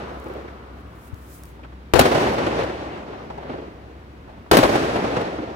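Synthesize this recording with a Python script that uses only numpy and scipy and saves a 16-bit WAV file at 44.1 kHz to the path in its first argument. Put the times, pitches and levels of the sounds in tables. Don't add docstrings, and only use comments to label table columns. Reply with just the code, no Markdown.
import sys
import numpy as np
from scipy import signal
from scipy.fft import rfft, irfft
from scipy.io import wavfile
from scipy.ndimage import uniform_filter1d

SR = 44100
rng = np.random.default_rng(int(sys.argv[2]) if len(sys.argv) > 2 else 0)


def bounce(signal):
    frames = np.transpose(np.atleast_2d(signal))
    limited = np.clip(frames, -1, 1)
    pcm = np.round(limited * 32767).astype(np.int16)
    wavfile.write(sys.argv[1], SR, pcm)


N = 244755
T = np.arange(N) / SR
LEFT_LAG_S = 0.00032712
BURSTS_S = [-.67, 1.9365, 4.513]


def amp(db):
    return 10 ** (np.asarray(db) / 20)


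def on_hz(table, hz):
    table_hz, values = np.transpose(table)
    return np.interp(np.log(np.maximum(hz, 1)), np.log(np.maximum(table_hz, 1)), values)


def air(hz):
    return (hz / 4000) ** 1.0777


def stereo(pan_db):
    return np.array([[pan_db], [-pan_db]]) / 2


def walk(rate_hz):
    hold = int(SR / rate_hz)
    steps = np.repeat(rng.standard_normal(N // hold + 1), hold)
    smooth = uniform_filter1d(steps, hold)[:N]
    return smooth / smooth.std()


def swells(table):
    power = 0
    for peak_s, level_db, rise_s, fall_s in table:
        drop_db = 20 * np.maximum((peak_s - T) / rise_s, (T - peak_s) / fall_s)
        power = power + amp(level_db - drop_db) ** 2
    return power


def pair(count, direct=0.):
    # frequency_hz, correlation
    likeness = [(60, 0.921), (300, 1), (640, 0.6571), (1400, 0.1467), (3000, 0.1676), (10000, 0.0502)]
    # frequency_hz, gain_db
    right_lift = [(3000, -0.5), (8000, 2.5), (14000, 3)]
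    hz = np.arange(count // 2 + 1) * SR / count
    mid, side = rfft(rng.standard_normal((2, count)))
    coherence = np.clip(np.maximum(on_hz(likeness, hz), direct), 0, 1)
    signs = np.array([[1], [-1]])
    both = np.sqrt(1 + coherence) * mid + np.sqrt(1 - coherence) * side * signs
    left_delay = np.exp(-2j * np.pi * hz * LEFT_LAG_S)
    return hz, both * np.array([left_delay, amp(on_hz(right_lift, hz))])


def arrivals(rows, direct=0.3324, rise_s=.0001, crack_share=0.8939, lift_db=3, split_hz=3000,
             hold=1.3958, blur_s_per_db=0.0552, front=1.101, size=4096):
    # frequency_hz, relative_level_db_per_hz
    blast = [(18, -37.5), (30, -17.5), (125, -4.5), (196, -5), (608, -0.5), (1180, -8), (1450, -10),
             (1890, -12), (2050, -14), (4410, -20.5), (5740, -27), (15200, -34), (16500, -59)]
    out = np.zeros((2, N + size))
    t = np.maximum(np.arange(size) / SR - np.array([[LEFT_LAG_S], [0]]), 0)
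    for start_s, level_db, pan_db, loss_db, t60_s, ring_hz, ring_db in rows:
        hz, noise = pair(size, direct)
        rise = 1 - np.exp(-t / (rise_s + blur_s_per_db * max(loss_db, 0)))
        noise = rise * irfft(noise) * (1 + front * np.exp(-t / 0.00199))
        slow = amp(-60 * (t / max(t60_s, .004)) ** hold)
        quick = amp(-60 * (t / max(crack_share * t60_s, .004)) ** hold)
        lift = np.exp(-(2 * np.log2(np.maximum(hz, 1) / ring_hz)) ** 2)
        gain_db = on_hz(blast, hz) - loss_db * air(hz) + lift_db * lift
        cepstrum = irfft(gain_db * np.log(10) / 20)
        cepstrum[1:size // 2] *= 2
        cepstrum[size // 2 + 1:] = 0
        colour = np.exp(rfft(cepstrum))
        bass = 1 / (1 + (hz / split_hz) ** 2)
        body = bass * rfft(noise * slow)
        crack = (1 - bass) * rfft(noise * quick)
        wave = irfft((body + crack) * colour)
        wave = wave / np.sqrt(np.mean(wave[:, :400] ** 2)) / 2
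        wave = wave + amp(ring_db) * rise * slow * np.sin(2 * np.pi * ring_hz * t)
        i = int(start_s * SR)
        out[:, i:i + size] += wave * amp(level_db + stereo(pan_db))
    return out[:, :N]


def slaps():
    # delay_s, second_burst_level_db, third_burst_level_db, left_minus_right_db, air_loss_at_4_khz_db,
    # ring_hz, ring_against_burst_db
    walls = [(0, -0.5, 2, 2.5, -.5, 342.8, -3.5), (.0162, -1, -3, -.5, 1.5, 382, -1),
             (.031, -15.5, -7.5, 3, 1, 424, -3.5), (.0562, 3.5, 1.5, 5.5, -2, 650.8, -6),
             (.075, -6.5, -5, 3, 0, 269, -2), (0.1154, -10, -4, 2.5, 1.5, 550.5, -4.5),
             (.134, -18.5, -12, -1, 4, 520.4, 1), (.1765, -13, -13, -4.5, 4, 507.5, -4.5),
             (.209, -12.5, -23, -4.5, 4, 646.9, -7), (.238, -16.5, -10.5, -1.5, 3.5, 507.7, -3),
             (.33, -17, -25, -1, 7, 310, 1), (.444, -16.5, -16.5, 1, 5.5, 520.8, -1.5),
             (.526, -17, -18.5, 0.5, 5, 495, -6), (.649, -17.5, -16.5, -.5, 5.5, 520, -6),
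             (.694, -23.5, -19, 2, 3.5, 589.6, -4.5)]
    t60_s = 0.04129
    boom_db, boom_hz, boom_t60_s = -18, 65, .06
    rows = []
    for k in (1, 2):
        for wall in walls:
            rows.append((BURSTS_S[k] + wall[0], wall[k], *wall[3:5], t60_s, *wall[5:]))
    boom = 0
    for start_s, level_db, *_ in rows:
        age = np.maximum(T - start_s, 0)
        decay = amp(level_db + boom_db - 60 * age / boom_t60_s)
        boom = boom + decay * np.sin(2 * np.pi * boom_hz * age)
    return arrivals(rows) - boom


def rolls(lumpy_db=.8, patchy_db=.8):
    # frequency_hz, relative_level_db_per_hz
    echo = [(30, -27), (60, -11), (110, -5.5), (200, -6), (320, 0), (500, -1), (750, -3.5), (1100, -8.5),
            (1600, -11.5), (2500, -15.5), (4400, -21.5), (8000, -30), (16500, -36)]
    # age_s, level_db
    decay = [(0, -17), (.045, -17.5), (.08, -15.5), (.16, -21), (.25, -18.5), (.4, -22.5), (.67, -23),
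             (.8, -29), (1.1, -35.5), (1.7, -44), (2.2, -52), (3, -60)]
    burst_gains = [-8.5, 0, -.8]
    # peak_s, level_db, rise_s_per_20_db, fall_s_per_20_db
    rumbles = [(.3, -37, 0.0068, .6), (3.16, -38, 0.3951, 0.2683), (3.53, -34, 0.2124, .3),
               (4.3, -46, 0.1024, 0.5774)]
    # first_db, last_db, time_constant_s
    first_db, last_db, time_s = (0.3037, 9.7303, 0.679)
    hz, noise = pair(N)
    noise = noise * amp(on_hz(echo, hz))
    noise = noise / np.sqrt(np.mean(irfft(noise, N) ** 2))
    power = swells(rumbles)
    for start_s, gain_db in zip(BURSTS_S, burst_gains):
        power = power + (T > start_s) * amp(gain_db + np.interp(T - start_s, *np.transpose(decay))) ** 2
    level_db = 10 * np.log10(power)
    starts = np.array(BURSTS_S)
    age = T - starts[np.searchsorted(starts, T) - 1]
    loss_db = last_db + (first_db - last_db) * np.exp(-age / time_s)
    lumps, out = lumpy_db * walk(45), 0
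    for centre_hz in 30 * 2 ** np.arange(0, 9.5, .5):
        octaves = np.log2(np.maximum(hz, 1) / centre_hz)
        mask = np.cos(np.pi * np.clip(octaves, -.5, .5)) ** 2
        band_db = level_db - loss_db * air(centre_hz) + lumps + patchy_db * walk(22)
        out = out + irfft(noise * mask, N) * amp(band_db)
    return out


def thuds():
    # start_s, level_db, ring_hz
    launches = [(.258, -27.5, 350.7), (3.492, -25.5, 307.6), (5.382, -23, 299.7)]
    # delay_s, gain_db, left_minus_right_db, pitch_ratio
    echoes = [(0, 0, 0, 1.007), (.037, -3, -1.5, 1.131), (.088, -7, -2, 1.0968), (.12, -10, -1, 1.3),
              (.18, -13, -2, .98)]
    loss_db, t60_s, ring_db = 9, .05, 3
    rows = []
    for start_s, level_db, hz in launches:
        for late_s, echo_db, pan_db, ratio in echoes:
            if start_s + late_s < N / SR:
                rows.append((start_s + late_s, level_db + echo_db, pan_db, loss_db, t60_s, hz * ratio, ring_db))
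    return arrivals(rows, direct=0.5495, rise_s=0.001258, crack_share=0.62, lift_db=12.0)


def pops():
    # start_s, level_db, left_minus_right_db, ring_hz
    crackles = [(0.478, -36, 1, 1900), (1.589, -41.5, 3, 845.4), (1.631, -40, 0.5, 2500),
                (1.645, -36, 0, 1220), (1.72, -43, -1.5, 1108), (3.127, -35, 1.5, 974),
                (3.299, -26, 1.5, 803), (3.375, -30, 0.5, 808.6), (3.425, -31.5, 1, 914.4),
                (4.277, -40, -1, 811), (4.292, -37.5, 2, 797.5), (4.375, -43, -1.5, 809),
                (4.46, -41.5, 0, 1128)]
    loss_db, t60_s, ring_db = 5, .036, -8
    rows = [(start_s, level_db, pan_db, loss_db, t60_s, hz, ring_db)
            for start_s, level_db, pan_db, hz in crackles]
    return arrivals(rows, direct=0.207, rise_s=0.000499, crack_share=0.836, lift_db=10)


def hand():
    # peak_s, level_db, rise_s_per_20_db, fall_s_per_20_db (0 cuts off)
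    strokes = [(.25, -63, .35, 0.498), (.816, -65.5, 0.1518, 0), (1.078, -56.5, 0.2343, 0.0546),
               (1.19, -62, 0.0844, 0.359), (1.346, -50, 0.2151, 0.1885), (1.456, -55.5, 0.0365, 0.1028)]
    # start_s, level_db, left_minus_right_db
    ticks = [(0.0608, -58, -2.0), (0.1999, -43, 3), (0.2433, -45, 5), (0.2839, -43, 2), (0.3377, -44, 2.5),
             (1.144, -41, 2.5), (1.436, -34, -6), (1.4546, -40, 7)]
    tick_hz = 9000
    bump_s, bump_hz, bump_db, bump_width_s = 1.135, 87.53, -19.5, 0.006105
    highpass = signal.butter(2, 5800, "high", fs=SR, output="sos")
    hiss = signal.sosfilt(highpass, rng.standard_normal((2, N)))
    out = hiss / hiss.std() * np.sqrt(swells(strokes)) * amp(1.103 * walk(66.017))
    t = np.arange(200) / SR
    for start_s, level_db, pan_db in ticks:
        click = np.sin(2 * np.pi * tick_hz * t) * np.exp(-t / .0001)
        scrape = 0.5394 * rng.standard_normal(200) * np.exp(-t / 0.001355)
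        i = int(start_s * SR)
        out[:, i:i + 200] += (click + scrape) * amp(level_db + stereo(pan_db))
    age = T - bump_s
    bump = np.cos(2 * np.pi * bump_hz * age) * np.exp(-(age / bump_width_s) ** 2)
    out[0] -= amp(bump_db) * bump
    return out


def town():
    # frequency_hz, relative_level_db_per_hz
    traffic_spectrum = [(25, -39.5), (50, 1), (120, -3), (320, -7), (600, -16), (1000, -16.5),
                        (2000, -22.5), (4000, -33), (8000, -48.5), (16000, -58.5)]
    # time_s, level_db
    wash_levels = [(0, -43.5), (.5, -52.5), (1, -55.5), (1.45, -61.5), (1.6, -77)]
    # time_s, pitch_hz, level_db
    hum_track = [(0, 64.8, -44.5), (1.7, 64.2, -45.5), (2.6, 64.97, -43.5), (3, 65.04, -47),
                 (4.2, 66.11, -48.5), (5.55, 63.7, -46.5)]
    traffic_db, wash_hz, wash_width_hz = -45, 1209.4, 380.8
    hz, noise = pair(N)
    traffic = irfft(noise * amp(on_hz(traffic_spectrum, hz)), N)
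    wash_band = np.exp(-((hz - wash_hz) / wash_width_hz) ** 2)
    wash = irfft(rfft(rng.standard_normal((2, N))) * wash_band, N)
    wash_db = np.interp(T, *np.transpose(wash_levels), right=-120)
    wash = wash / wash.std() * amp(wash_db + stereo(2.4))
    time_s, pitch_hz, level_db = np.transpose(hum_track)
    wavering_hz = np.interp(T, time_s, pitch_hz) + 1.2 * walk(6)
    phase = 2 * np.pi * np.cumsum(wavering_hz) / SR
    hum_db = np.interp(T, time_s, level_db) + 1.356 * walk(25)
    hum = np.sqrt(2) * np.sin(phase) * amp(hum_db + stereo(1.4))
    return traffic / traffic.std() * amp(traffic_db) + wash + hum


def scene():
    return slaps() + thuds() + pops() + rolls() + town() + hand()


def record(dry):
    # start_s, stuck_s, offset (amplitude),
    # recovery_time_constant_s, lift_off_pressure (amplitude)
    jams = [(1.937, .051, -.95, .0022, .45), (4.513, .0015, -.6, .001, .3)]
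    drive_db, ceiling, self_noise_db, top_hz = 1.5, 0.86, -72, 16000
    left, right = amp(drive_db) * dry
    jump = 0
    for start_s, stuck_s, offset, recovery_s, lift_off in jams:
        age = T - start_s
        right = np.where((age > 0) & (age < stuck_s), np.maximum(right - lift_off, 0), right)
        jump = jump + (age > 0) * offset * np.exp(-np.abs(age) / recovery_s)
    left, right = ceiling * np.tanh(np.array([left, right]) / ceiling)
    wet = np.array([left, np.maximum(right + jump, -ceiling)])
    wet = wet + amp(self_noise_db) * rng.standard_normal((2, N))
    wet = signal.sosfilt(signal.butter(1, 30., "high", fs=SR, output="sos"), wet)
    return signal.sosfilt(signal.ellip(10, .2, 100, top_hz, fs=SR, output="sos"), wet)


dry = scene()
out = record(dry)
bounce(out)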